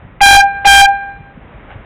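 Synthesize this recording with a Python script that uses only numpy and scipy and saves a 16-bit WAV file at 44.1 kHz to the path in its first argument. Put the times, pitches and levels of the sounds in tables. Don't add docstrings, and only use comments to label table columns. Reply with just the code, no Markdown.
import sys
import numpy as np
from scipy import signal
from scipy.fft import rfft, irfft, next_fast_len
from scipy.io import wavfile
from scipy.ndimage import map_coordinates

SR = 44100
rng = np.random.default_rng(int(sys.argv[2]) if len(sys.argv) > 2 else 0)


def generate_wav(sig):
    pcm = np.round(np.clip(np.atleast_2d(sig).T, -1, 1) * 32767).astype(np.int16)
    wavfile.write(sys.argv[1], SR, pcm)


def how_loud(loudness_db):
    steps = np.asarray(loudness_db, float) / 20
    return 10 ** steps


N = 81585


def unit(x):
    return x / np.sqrt(np.mean(x ** 2) + 1e-20)


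def along(points, hz):
    f, v = np.transpose(points)
    return np.interp(np.log(hz + 1), np.log(f + 1), v)


def wobble(rate_hz):
    knots = rng.standard_normal(int(N * rate_hz / SR) + 4)
    return map_coordinates(knots, [np.arange(N) * rate_hz / SR])


def filtered(x, response):
    m = next_fast_len(N + SR)
    return irfft(rfft(x, m) * response(np.fft.rfftfreq(m, 1 / SR)), m)[:N]


def peaks(resonances):
    def response(f):
        total = 0
        for k, (centre, width, db) in enumerate(resonances):
            damping = 1j * f * width
            total = total + (-1) ** k * how_loud(db) * damping / (centre * centre - f * f + damping)
        return total
    return response


def noise(spectrum):
    return unit(filtered(rng.standard_normal(N), lambda hz: how_loud(along(spectrum, hz))))


# freq_hz [Hz], density_db [dB per Hz]
TRAFFIC_SPECTRUM = [(120, -21.5), (200, -5), (343, -5.5), (504, -5), (619, -6.5), (2150, -13), (3880, -30),
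                    (4300, -50.5), (5590, -97.5), (9460, -120)]
# time_s [s], level_db [dB]
VEHICLE_SWELL = [(0, -1), (1.4, 1.5), (1.57, 3), (1.85, 3)]


def traffic():
    swell_db = np.interp(np.arange(N) / SR, *np.transpose(VEHICLE_SWELL))
    waver_db = 1.5 * wobble(4.6) + 0.36 * wobble(25)
    return how_loud(-44 + swell_db + waver_db) * noise(TRAFFIC_SPECTRUM)


# freq_hz [Hz], density_db [dB per Hz]
WIND_SPECTRUM = [(12, -44), (20, -16.5), (43, 2.5), (171, -8.5), (286, -18.5), (350, -34), (460, -61.5),
                 (770, -120)]


def wind():
    gust_db = 2.5 * wobble(18)
    return how_loud(-39.5) * unit(how_loud(gust_db) * noise(WIND_SPECTRUM))


# centre_s [s], level_db [dB], pitch_hz [Hz]
CAMERA_BUMPS = [
    (0.051, -26, 112),
    (1.207, -25.5, 120),
    (1.378, -26, 203.3),
    (1.551, -31.5, 120),
    (1.649, -38, 90),
    (1.762, -23.5, 99),
]


def bumps():
    t = np.arange(N) / SR
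    out = np.zeros(N)
    for centre_s, level_db, pitch_hz in CAMERA_BUMPS:
        since = t - centre_s
        swell = np.exp(-(since * pitch_hz / 0.84) ** 2)
        out -= how_loud(level_db) * np.cos(2 * np.pi * pitch_hz * since) * swell
    return out


# centre_hz [Hz], width_hz [Hz], level_db [dB]
GRIT_RESONANCES = [(780, 59, 12), (1580, 300, 2.5), (2250, 400, -0.5), (2850, 760, -5)]


def scuff():
    crackle = how_loud(2.9 * wobble(400)) * rng.standard_normal(N)
    grit = unit(filtered(crackle, peaks(GRIT_RESONANCES)))
    centre_s, length_s = 1.722, 0.029
    swell = np.exp(-((np.arange(N) / SR - centre_s) / length_s) ** 2)
    return how_loud(-39) * swell * grit


# delay_s [s], level_db [dB], tilt_db [dB per octave]
WALL_ECHOES = [(.0442, -35.5, 12.5), (.0769, -38, -8.5), (.0932, -40.5, -8.5), (.1108, -53.5, -4.5),
               (.1296, -46, -5.5), (.1509, -47, -2), (.2213, -55.5, 6), (.2791, -52.5, -4),
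               (.3205, -62, -0.5), (.362, -63.5, 3), (.4198, -67, 3.5), (.51, -66, 2)]
# freq_hz [Hz], gain_db [dB]
ECHO_COLOUR = [(800, 0.5), (1600, 0.5), (2400, -2), (3200, -17), (4000, -6)]
# freq_hz [Hz], gain_db [dB]
TAIL_COLOUR = [(800, -4.5), (1600, 0), (2400, 0.5), (3200, -1), (4000, -9)]


def walls(x):
    t = np.arange(SR) / SR
    t60_s = 0.98
    tail = rng.standard_normal(SR) * how_loud(-60 * t / t60_s) * (t > .02)
    scatter = how_loud(-42.5) * signal.fftconvolve(x, tail / np.linalg.norm(tail))[:N]

    def reflections(f):
        octaves = np.log2(np.clip(f, 400, 2400) / 800)
        return sum(how_loud(level_db + tilt_db * octaves) * np.exp(-2j * np.pi * f * delay_s)
                   for delay_s, level_db, tilt_db in WALL_ECHOES)

    echoes = filtered(filtered(x, reflections), lambda hz: how_loud(along(ECHO_COLOUR, hz)))
    return echoes + filtered(scatter, lambda hz: how_loud(along(TAIL_COLOUR, hz)))


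# start_s [s], hold_s [s], pitch_hz [Hz], bright_db [dB],
# spread_rad [phase of the overtones, rad per order squared]
HORN_BLASTS = [
    (0.206, .1605, 796.2, 0, -1.12),
    (.647, .167, 795.1, -1.5, -1.48),
]
OVERTONES_DB = [1.5, 0.5, -8, -17, -16]
# centre_hz [Hz], width_hz [Hz], level_db [dB]
BELL_RESONANCES = [(2510, 350, 3.5), (900, 1400, -7)]
HORN_DB = 21


def horn():
    attack_s, bloom_s, bloom_wait_s = 0.014, 0.0074, 0.022
    out, waver_hz = np.zeros(N), 0.39 * wobble(25)
    for start_s, hold_s, pitch_hz, bright_db, spread_rad in HORN_BLASTS:
        t = np.clip(np.arange(N) / SR - start_s, 0, None)
        sounding = t > 0
        after = np.clip(t - hold_s, 0, None)

        sharp_hz = 25 * np.exp(-t / 0.014) + 11 * np.tanh(after / 0.03)
        pitch = pitch_hz + sharp_hz + waver_hz
        phase = 2 * np.pi * np.cumsum(pitch * sounding) / SR

        release_db = -399.5 * after - 2796.5 * after ** 2
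        swing = sounding * how_loud(release_db) / (1 + np.exp(6 - 6 * t / attack_s))
        bloom_curve = np.clip((bloom_wait_s - t) / bloom_s * 2, -50, 50)
        bloom = sounding * how_loud(bright_db - 1502 * after) / (1 + np.exp(bloom_curve))

        tone = np.zeros(N)
        for k, level_db in enumerate(OVERTONES_DB, 1):
            pressure = swing if k == 1 else bloom
            tone += pressure * how_loud(level_db) * np.sin(k * phase - spread_rad * k * k)

        puff = how_loud(-15) * sounding * np.exp(-t / 0.036)
        hiss = how_loud(HORN_DB - 26.5) * np.sqrt(swing * (bloom + 0.063 * swing))
        air = unit(filtered(rng.standard_normal(N), peaks(BELL_RESONANCES)))
        out += how_loud(HORN_DB) * tone + (puff + hiss) * air
    return out


def scene():
    blast = horn()
    mono = traffic() + wind() + bumps() + scuff() + walls(blast) + blast
    return np.tile(mono, (2, 1))


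def roll_off(x):
    return signal.sosfilt(signal.butter(12, 16500, fs=SR, output="sos"), x)


def record(dry):
    up, down = 69, 380
    rail, second_rail = 1.41, 0.67
    slow = np.clip(signal.resample_poly(dry[0], up, down), -rail, rail)
    smooth = signal.firwin(numtaps=50 * down + 1, cutoff=1 / down, window=("kaiser", 10))
    fast = signal.resample_poly(slow, down, up, window=smooth)[:N]
    clipped = np.clip(fast, -second_rail, second_rail)
    mono = filtered(clipped, lambda hz: hz < 15830)
    return roll_off(np.tile(mono, (2, 1)))


dry = scene()
out = record(dry)
generate_wav(out)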